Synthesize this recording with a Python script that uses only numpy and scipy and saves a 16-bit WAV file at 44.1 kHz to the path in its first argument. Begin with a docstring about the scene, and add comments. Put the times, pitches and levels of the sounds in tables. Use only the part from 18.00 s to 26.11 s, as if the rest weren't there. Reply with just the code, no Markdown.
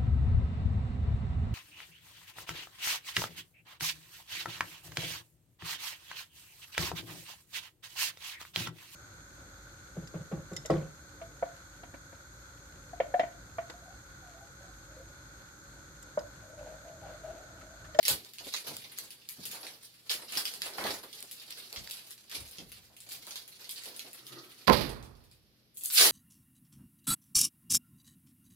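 """Foil duct and tape in a basement

A flexible foil dryer duct is handled in a concrete basement: noise bursts make its pleats snap and crackle,
and resonant puffs of noise make its body thump softly. A roll of duct tape slides on the dryer's sheet-steel
top (friction clicks through resonances) and knocks on it close to the right microphone (pushes, cracks, ringing
modes and rattle). Then comes a loud crackling rip of dense pops. A faint mains hum and noise lie under it all."""
import sys
import numpy as np
from scipy import signal
from scipy.fft import rfft, irfft, next_fast_len
from scipy.io import wavfile
from scipy.ndimage import uniform_filter1d

SR = 44100
rng = np.random.default_rng(int(sys.argv[2]) if len(sys.argv) > 2 else 0)


def field_ratio(decibels):
    """Amplitude ratio for a level in dB (20 dB per decade); scalars and array-likes work."""
    return 10 ** (np.asarray(decibels, dtype=float) / 20)


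def to_wav(sig):
    """Store sig (one row per channel, or 1-D mono) as 16-bit WAV at the path in sys.argv[1].

    Samples outside -1..1 are clipped; the rate is SR.
    """
    pcm = np.clip(np.atleast_2d(sig), -1, 1) * 32767
    pcm = np.round(pcm).astype(np.int16)
    wavfile.write(sys.argv[1], SR, pcm.T)  # frames by channels


N = 357651

# steady room and microphone noise, relative spectrum: (f/Hz, level/dB)
FLOOR_COLOUR = [(18, -30.5), (30, -17.5), (79, -10), (127, -14.5), (141, -8.5), (245, -6.5), (266, -18.5),
                (303, -9.5), (962, -26.5), (5170, -19), (7670, -39.5), (12600, -22), (16000, -44)]
FLOOR_DB = -69.5
# mains hum: (f/Hz, level/dB)
HUM = [(120, -78.5)]

# restless hands on the foil: (t/s, level/dB)
RUSTLE = [(0.0, -57.5), (1.6, -62), (2.05, -59), (3.0, -56.5), (4.0, -50.5), (4.28, -63.5), (4.45, -52.5),
          (4.98, -63.5), (5.2, -51), (5.5, -56.5), (5.75, -49), (6.66, -60), (7.0, -68.5), (7.74, -84)]
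# grips that crush many pleats at once: (start t/s, peak level/dB, rise/s, t60/s)
GRIPS = [(0.03, -33.5, 0.05, 0.28), (0.36, -45, 0.19, 0.17), (0.52, -39.5, 0.02, 0.29),
         (0.65, -44, 0.021, 0.86), (0.96, -46.5, 0.01, 0.43), (1.27, -53.5, 0.09, 0.34),
         (1.4, -43.5, 0.12, 0.6), (1.8, -58, 0.033, 0.19), (2.09, -33.5, 0.0076, 0.3),
         (2.28, -38.5, 0.043, 0.73), (2.362, -33.5, 0.013, 0.077), (2.6, -43, 0.053, 0.22),
         (2.74, -37.5, 0.16, 0.22), (3.12, -55.5, 0.022, 0.71), (3.5, -78, 0.017, 0.18),
         (3.72, -53, 0.07, 0.42), (4.29, -40.5, 0.055, 0.18), (5.02, -56.5, 0.039, 0.65),
         (7.305, -67.5, 0.022, 0.18)]
# dull scraping when duct or tape is pulled hard: (start t/s, peak level/dB, rise/s, t60/s)
SCRAPES = [(2.62, -49.5, 0.028, 0.98), (2.782, -32, 0.0034, 0.064), (2.803, -41.5, 0.003, 0.29),
           (2.838, -33.5, 0.041, 0.06), (7.99, -26, 0.015, 0.2), (8.04, -44, 0.011, 0.15)]
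FOIL_BRIGHT_DB = -2.5  # treble of the foil crackle against its body

# single snaps of foil and tape: (t/s, level/dB, bright part level/dB)
SNAPS = [(0.0297, -25, -10.5), (0.0527, -16.5, -14.5), (0.0812, -10.5, -6.5), (0.0952, -20, -15),
         (0.3357, -36.5, -8), (0.3845, -26, -19.5), (0.4693, -33.5, -41), (0.5386, -16, -22.5),
         (0.6694, -31, -8.5), (0.9767, -34, -7.5), (1.1054, -34.5, -8), (1.294, -32.5, -2.5),
         (1.3967, -52, -20), (1.4541, -28, -4.5), (1.515, -29.5, -6), (1.6312, -31, -19),
         (1.6676, -28.5, -15), (2.0956, -20, -23), (2.1142, -16, -14), (2.2832, -30.5, -27),
         (2.3223, -27.5, -9.5), (2.3531, -22, -16), (2.3725, -15, -10), (2.4537, -17, -15.5),
         (2.5383, -30, -8), (2.623, -25, -13.5), (2.736, -33, -20), (2.7837, -27, -19), (2.8399, -23, -14),
         (3.1287, -32.5, -13), (3.3129, -33.5, -3), (3.3987, -36, -16), (3.576, -37, -21),
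         (3.7616, -24.5, -25), (3.91, -24.5, -10.5), (3.9704, -35, -12), (4.1071, -31.5, -7.5),
         (4.1789, -40, -13), (4.2972, -36, -13.5), (4.3144, -27.5, -15), (4.4772, -45, -2),
         (4.5111, -37, -8), (4.5843, -29.5, -20), (4.7182, -34, -11), (4.9662, -40, -10),
         (5.0041, -37, -6.5), (5.0908, -38.5, -2.5), (5.12, -30, -5.5), (5.2681, -36, -6),
         (5.3081, -26, -15), (5.3572, -22.5, -15), (5.4779, -42, -2), (5.6437, -34, -15),
         (5.693, -25.5, -10.5), (5.7104, -37, 1), (5.8361, -34.5, -7.5), (5.8571, -32, -9),
         (5.9638, -36, -4.5), (6.001, -31, -20.5), (6.131, -39.5, -0.5), (6.2673, -35, -8.5),
         (6.5894, -40.5, -17), (6.893, -34.5, -7), (7.0264, -38.5, -13), (7.1521, -52.5, -15),
         (7.2394, -49.5, -10), (7.3133, -47, -10.5), (7.7654, -49, -4), (7.7717, -44, 8.5),
         (7.8096, -37, -1.5), (7.8364, -37.5, 9), (7.8504, -30.5, -13.5), (7.9014, -24, -24.5),
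         (7.9084, -29.5, -3.5), (7.9329, -34.5, -18), (7.9809, -6, -12.5), (7.9964, -18, -11),
         (8.0214, -15.5, -14), (8.0494, -12.5, -4.5), (8.0654, -15, -6.5)]
# lone dry ticks near the microphones, no neighbours following: (t/s, level/dB, bright part level/dB)
TICKS = [(0.2478, -33.5, -12), (0.767, -27, -5), (0.9862, -23, -8), (1.289, -27.5, -3.5),
         (2.6188, -15, -19), (3.2047, -36.5, -1), (3.226, -29.5, -4.5), (3.5065, -32, -6),
         (3.525, -26, -21), (3.7275, -29, -10), (3.8738, -23, -27), (3.899, -33, -5), (5.9938, -22, -13.5),
         (7.858, -27.5, 3), (8.0123, -7, -12)]
AFTER_DB = -8.5  # the strongest a neighbouring pleat can be, against its snap
TICK_ECHO_DB = -10  # what a tick sends into the room, against its direct sound

# low part of the colour of snaps and crackle, relative spectrum: (f/Hz, level/dB)
DULL = [(70, -73.5), (120, -46.5), (200, -16), (492, -7.5), (631, -10), (686, -9.5), (1150, -9),
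        (1800, -9.5), (2340, -11.5), (3960, -120)]
# middle part of the same colour: (f/Hz, level/dB)
BODY = [(250, -66), (760, -31.5), (1300, -15.5), (1720, -10.5), (2460, -6), (2650, -5.5), (2770, -5),
        (4590, -0.5), (5430, -5), (7500, -14), (9750, -36.5), (16500, -120)]
# treble part of the same colour: (f/Hz, level/dB)
BRIGHT = [(2000, -65.5), (4500, -51), (6500, -15.5), (8000, -13.5), (10500, -8.5), (13000, -12),
          (15600, -17.5), (16200, -38.5)]

# soft thumps of duct and body against wall and machine: (t/s, level/dB, f/Hz, t60/s)
THUMPS = [(0.097, -35.5, 96, 0.25), (0.385, -51, 68, 0.38), (0.666, -50, 147, 0.82), (1.01, -56, 131, 0.26),
          (1.383, -53.5, 163, 0.95), (2.145, -58, 110, 0.33), (2.57, -53.5, 121, 0.45),
          (2.836, -43, 87, 0.2), (3.766, -38.5, 73, 0.29), (4.369, -36, 56, 0.27), (4.598, -51, 74.4, 0.98),
          (5.023, -56, 76, 0.37), (5.149, -55, 125, 0.28), (0.082, -31.5, 600, 0.099),
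          (0.404, -43.5, 530, 0.16), (0.462, -40, 367, 0.13), (0.54, -32, 947, 0.071),
          (0.643, -50, 417, 0.29), (0.709, -38, 393, 0.12), (1.384, -38, 204, 0.1), (1.542, -48, 884, 0.61),
          (1.631, -46, 555, 0.36), (2.106, -38.5, 765, 0.12), (2.193, -46, 950, 0.078),
          (2.308, -56, 444, 0.73), (2.36, -33, 220, 0.078), (2.545, -59, 428, 0.45),
          (2.658, -39, 771, 0.15), (2.781, -26, 980, 0.059), (2.844, -27.5, 510, 0.18),
          (3.227, -46.5, 407, 0.11), (3.722, -50.5, 604, 0.68), (4.343, -50.5, 313, 0.43),
          (4.581, -39, 204, 0.26), (4.895, -62, 593, 0.58), (5.269, -48.5, 790, 0.26),
          (5.851, -49, 424, 0.64), (6.044, -47, 435, 0.26), (6.196, -61, 330, 0.16)]

# drags of the roll: (start t/s, peak level/dB, rise/s, t60/s)
SLIDE = [(6.18, -63.5, 0.034, 3.2), (6.29, -53, 0.04, 0.7), (6.36, -57.5, 0.017, 0.25)]
# resonances of the hollow roll: (f/Hz, width/Hz, level/dB)
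ROLL = [(130, 7.1, -3.5), (344, 51, -3.5), (1300, 140, -11.5), (1927, 49, -13)]

# contacts of the roll with the steel top: (t/s, level/dB, contact time/ms)
KNOCKS = [(6.676, -14.5, 0.022), (6.68, -0.5, 0.12), (6.683, -8, 0.07), (6.694, -14, 0.42),
          (6.6934, -6.5, 0.35), (6.699, -1.5, 0.076), (6.7027, -17.5, 0.47), (6.709, -18.5, 0.4),
          (6.718, -11.5, 0.3), (6.725, -16, 0.34), (6.734, -12.5, 0.17), (6.7385, -8.5, 0.27)]
# modes of the steel top: (f/Hz, level/dB, t60/s)
STEEL = [(227, -17, 0.61), (515, -6, 0.24), (579, -12.5, 0.3), (772, -7, 0.08), (900, -9.5, 0.24),
         (992, -1.5, 0.12), (1048, -1.5, 0.13)]
# the struck top booming on, then the side panels: (start t/s, peak level/dB, rise/s, t60/s)
PANEL_BOOM = [(6.672, -13, 0.024, 0.22), (6.68, -32.5, 0.13, 0.8)]
# relative spectrum of the panel boom: (f/Hz, level/dB)
BOOM_COLOUR = [(88, -25.5), (150, 1.5), (459, -3), (498, -5.5), (653, -8.5), (1070, -9.5), (2500, -21.5),
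               (3250, -37), (5500, -120)]
# loose parts shaken again each time the roll rocks back: (start t/s, peak level/dB, rise/s, t60/s)
LOOSE_PARTS = [(6.67, -27.5, 0.007, 0.25), (6.721, -25.5, 0.0087, 0.22), (6.763, -36, 0.006, 0.36),
               (6.806, -38, 0.006, 0.48)]
# relative spectrum of the cracks and the loose parts: (f/Hz, level/dB)
JANGLE_COLOUR = [(1060, -36.5), (1800, -6.5), (3200, -7.5), (3950, -5.5), (4790, -5.5), (5640, -16),
                 (7360, -25.5), (12400, -13.5), (16000, -32)]
# the big drum humming on: (start t/s, peak level/dB, rise/s, t60/s)
DRUM_HUM = [(6.675, -34.5, 0.071, 1.08)]
# relative spectrum of the drum hum: (f/Hz, level/dB)
DRUM_COLOUR = [(24, -24), (40, -1), (59, 2), (92, -5), (150, -2.5), (200, -36.5), (330, -120)]
# filter on the far left side of a knock close to the right microphone: (f/Hz, level/dB)
FAR_LEFT = [(60, -24.5), (180, -11.5), (550, -14), (1650, -17.5), (4970, -14), (15000, -8.5)]

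# tape pulled off the roll; a slow peel is thin and bright: (t/s, level/dB, bright part level/dB)
RIP = [(7.74, -79, 24), (7.768, -72.5, 17), (7.832, -76, 17), (7.84, -59, 21), (7.9, -58.5, 17.5),
       (7.94, -33.5, 7.5), (7.972, -15, -5.5), (8.02, -19, 0.5), (8.06, -27.5, 0), (8.11, -35, 1.5)]

# likeness of left and right in diffuse sound: (f/Hz, correlation)
ALIKE = [(60, 0.59), (400, 0.88), (950, 0.28), (2000, 0.014)]
# reverberation time of the basement: (f/Hz, t60/s)
BASEMENT_T60 = [(100, 0.6), (1000, 0.2), (4000, 0.16), (12000, 0.17)]
# the two microphones differ in colour: (f/Hz, left-right level/dB)
PORTS = [(60, -1.5), (110, 5), (200, 1.5), (380, 0), (700, -4), (1290, -2.5), (2380, 0), (4400, -5.5),
         (8120, 0.5), (15000, 3.0)]


def unit(x):
    """Scaled to rms 1."""
    return x / np.sqrt(np.mean(x ** 2) + 1e-20)


def along(points, hz):
    """(f/Hz, value) points read off on a log frequency axis."""
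    f, v = np.transpose(points)
    return np.interp(np.log(hz + 1), np.log(f + 1), v)


def curves(rows):
    """One value per sample for each column after the time, -120 outside the rows."""
    s, *cols = np.transpose(rows)
    return [np.interp(np.arange(N) / SR, s, c, -120, -120) for c in cols]


def swells(rows, rise_db):
    """Gain of events, at most 1 s each, that set in rise_db under their peak, climb to it and die away."""
    t = np.arange(N) / SR
    gain = np.zeros(N)
    for s, db, rise, t60 in rows:
        rise = max(rise, .001)
        since = t[round(s * SR):][:SR] - s
        after = since - rise
        climb = rise_db * after / rise
        decay = -60 * after / max(t60, .02)
        gain[round(s * SR):][:SR] += field_ratio(db + np.where(after < 0, climb, decay))
    return gain


def coloured(x, spectrum):
    """x through the causal (minimum-phase) filter of energy 1 with this spectrum."""
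    gain = field_ratio(np.maximum(along(spectrum, np.fft.rfftfreq(4096, 1 / SR)), -70))
    # folding the cepstrum forward in time puts the energy as early as possible
    cepstrum = irfft(np.log(gain))
    cepstrum[1:2048] *= 2
    cepstrum[2049:] = 0
    response = irfft(np.exp(rfft(cepstrum)))
    response /= np.linalg.norm(response)
    return signal.oaconvolve(np.atleast_2d(x), response[None], axes=1)[:, :N]


def pair(x):
    """Two unrelated signals mixed so that the bass is alike on both sides."""
    m = next_fast_len(x.shape[1] + 4096)
    likeness = np.clip(along(ALIKE, np.fft.rfftfreq(m, 1 / SR)), -1, 1)
    turn = np.arccos(likeness) / 2
    mid, side = irfft(rfft(x, m) * [np.cos(turn), np.sin(turn)], m)[:, :x.shape[1]]
    return np.array([mid + side, mid - side])


def clicks(per_second, spread_db):
    """A random train of clicks of scattered size, rms 1."""
    chance, size, sign = rng.random(N), rng.exponential(size=N), rng.standard_normal(N)
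    struck = chance < per_second / SR
    return unit(struck * sign * field_ratio(spread_db * np.minimum(size, 4)))


def room_tone():
    """Steady coloured noise of room and microphones, with mains hum as a sine on both sides."""
    t = np.arange(N) / SR
    hum = sum(field_ratio(db) * np.sqrt(2) * np.sin(2 * np.pi * hz * t) for hz, db in HUM)
    noise = unit(pair(coloured(rng.standard_normal((2, N)), FLOOR_COLOUR)))
    return field_ratio(FLOOR_DB) * noise + hum


def foil_pops():
    """Gains of body, dull and bright part as countless small pops go off all along the pleats."""
    pops = unit(uniform_filter1d(np.abs(clicks(per_second=1100, spread_db=5.5)), size=12))
    foil = field_ratio(curves(RUSTLE)[0]) + swells(GRIPS, rise_db=14.5)
    dull = field_ratio(-12.5) * foil + swells(SCRAPES, rise_db=3.5)
    bright = field_ratio(FOIL_BRIGHT_DB) * foil
    return np.array([foil, dull, bright]) * pops


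def crackle():
    """Foil pops and tape tears shape noise in three colours, which share the same moments."""
    gains = foil_pops() + tape_tears()
    parts = zip(gains, [BODY, DULL, BRIGHT])
    return sum(coloured(gain * rng.standard_normal(N), colour)[0] for gain, colour in parts)


def snaps(count=4):
    """Each pleat pops as a 3 ms burst and lets a few neighbours go just after; ticks pop alone."""
    s, db, bright_db = np.vstack([np.repeat(SNAPS, count, axis=0), TICKS]).T
    lone = np.arange(len(s)) >= count * len(SNAPS)
    follower = (np.arange(len(s)) % count > 0) & ~lone
    late, weaker, side = rng.random((len(s), 3)).T
    s = s + follower * (.002 + .025 * late)
    db = db + follower * (AFTER_DB - 6 * weaker)
    room_db = np.where(lone, TICK_ECHO_DB, ~follower * -2.0)
    # a little earlier or later at the right microphone, in samples
    lag = np.round(20 * (2 * side - 1))[:, None]

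    t = np.arange(128) / SR
    bursts = rng.standard_normal((len(s), 3, len(t))) * field_ratio(-60 * t / 0.0084)
    bursts /= np.linalg.norm(bursts, axis=2, keepdims=True)
    start = np.round(s * SR)[:, None]
    where = [(start + d + np.arange(len(t))).astype(int).ravel() for d in (0, lag, 0)]
    out = np.zeros((3, N))  # left, right, sound sent into the room
    colours = [(-20, DULL), (8, BODY), (bright_db + 17.5, BRIGHT)]
    for k, (part_db, colour) in enumerate(colours):
        sized = [(field_ratio(db + part_db + more_db)[:, None] * bursts[:, k]).ravel()
                 for more_db in (0, 0, room_db)]
        placed = [np.bincount(w, g, N + SR)[:N] for w, g in zip(where, sized)]
        out += coloured(placed, colour)
    return out


def basement(x, size=2048):
    """Reverberation as decaying noise; each short piece gets a fresh random tail, so it does not sound tonal."""
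    wet = np.zeros((2, N + SR))
    for start in range(0, N, size):
        hz, t, z = signal.stft(rng.standard_normal((2, 16384)), SR, nperseg=256)
        decay = field_ratio(-60 * t / along(BASEMENT_T60, hz)[:, None])
        tail = signal.istft(z * decay, SR, nperseg=256)[1]
        tail /= np.linalg.norm(tail[0])
        answer = signal.fftconvolve(x[None, start:start + size], tail, axes=1)
        first = start + 120  # the first wall answers after about 3 ms
        wet[:, first:first + answer.shape[1]] += answer
    return pair(wet[:, :N])


def thumps():
    """Each soft contact is a puff of noise in one broad resonance, rising over a few cycles."""
    t = np.arange(SR // 2) / SR
    hz = np.fft.rfftfreq(len(t), 1 / SR)
    out = np.zeros((2, N + SR))
    for s, db, centre_hz, t60 in THUMPS:
        below = centre_hz ** 2 - hz * hz
        resonance = (1j * hz * .9 * centre_hz / (below + 1j * hz * 1.54 * centre_hz)) ** 2
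        puff = unit(irfft(rfft(rng.standard_normal((2, len(t)))) * resonance, len(t)))
        rise = 1 - np.exp(-t * centre_hz / 2.35)
        decay = field_ratio(db - 3.5 - 60 * t / max(t60, .02))
        out[:, round(s * SR):][:, :len(t)] += decay * rise * puff
    return pair(out[:, :N])


def slide():
    """The roll is dragged over the steel top: rough friction into the hollow roll's resonances."""
    hz = np.fft.rfftfreq(N, 1 / SR)
    hollow = 0
    for k, (centre, width, db) in enumerate(ROLL):
        mode = 1j * hz * width / (centre * centre - hz * hz + 1j * hz * width)
        hollow = hollow + (-1) ** k * field_ratio(db) * mode
    friction = [clicks(per_second=4000, spread_db=3) for side in range(2)]
    rub = irfft(rfft(friction) * hollow, N)
    return swells(SLIDE, rise_db=11) * unit(pair(rub))


def roll_contacts():
    """Each contact pushes the panel once, cracks harder the shorter it is, and rings the steel's modes."""
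    t = np.arange(SR) / SR
    near = np.zeros(N + SR)
    for s, db, contact_ms in KNOCKS:
        u = 1000 * t / max(contact_ms, .02)
        push = u * u * (u - 3.2) * np.exp(-u)  # in, then back out
        crack_gain = field_ratio(-8.0 - 100 * contact_ms - 60 * t / 0.0085)
        crack = crack_gain * coloured(rng.standard_normal(SR), JANGLE_COLOUR)[0, :SR]
        ring = sum(field_ratio(level + rng.normal(0, 1.4) - 60 * t / t60) * np.sin(2 * np.pi * hz * t)
                   for hz, level, t60 in STEEL)
        near[round(s * SR):][:SR] += field_ratio(db) * (push + crack + field_ratio(-17) * ring)
    return near[:N]


def knock():
    """The contacts near the right microphone; panels boom, loose parts rattle and the big drum hums on."""
    boom = swells(PANEL_BOOM, rise_db=24.5) * coloured(rng.standard_normal((2, N)), BOOM_COLOUR)
    rattle = [clicks(per_second=9900, spread_db=0.5) for side in range(2)]
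    jangle = swells(LOOSE_PARTS, rise_db=8) * coloured(rattle, JANGLE_COLOUR)
    drum_noise = pair(coloured(rng.standard_normal((2, N)), DRUM_COLOUR))
    drum = swells(DRUM_HUM, rise_db=0.0) * drum_noise

    right = roll_contacts() + boom[1] + jangle[1]
    # the left side hears the right one weaker and 17 samples later, plus its own boom and rattle
    left = 0.36 * np.roll(right, 17) + 1.2 * (boom[0] + jangle[0])
    m = next_fast_len(N)
    far = field_ratio(along(FAR_LEFT, np.fft.rfftfreq(m, 1 / SR)))
    left = irfft(rfft(left, m) * far, m)[:N]
    return np.array([left, right]) + drum * field_ratio([[-4], [3]])


def tape_tears():
    """Gains of body, dull and bright part as the peeling glue lets go in pops denser than the foil's."""
    level_db, bright_db = curves(RIP)
    tears = unit(uniform_filter1d(np.abs(clicks(per_second=3500, spread_db=2.5)), size=12))
    return field_ratio([level_db, level_db - 26.5, level_db + bright_db]) * tears


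def scene():
    """Foil and tape in the basement, thumps, the roll on the steel top and the room tone."""
    pops, fine = snaps(), crackle()
    direct = pops[:2] + field_ratio(-13) * np.array([fine, np.roll(fine, -10)])
    foil = direct + basement(field_ratio(5.0) * pops[2] + field_ratio(-1.1) * fine)
    return foil + thumps() + slide() + knock() + room_tone()


def band_limit(x):
    """A steep low-pass at the top of the band."""
    return signal.sosfilt(signal.butter(12, 16650, fs=SR, output="sos"), x)


def record(dry):
    """The small microphones lose the deepest bass and differ in colour."""
    low_cut = signal.butter(2, 38, "highpass", fs=SR, output="sos")
    m = next_fast_len(N + 4096)
    lean_db = along(PORTS, np.fft.rfftfreq(m, 1 / SR)) / 2  # half to each side
    spectrum = rfft(signal.sosfilt(low_cut, dry), m)
    heard = irfft(spectrum * field_ratio([lean_db, -lean_db]), m)[:, :N]
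    return band_limit(heard)


dry = scene()
out = record(dry)
to_wav(out)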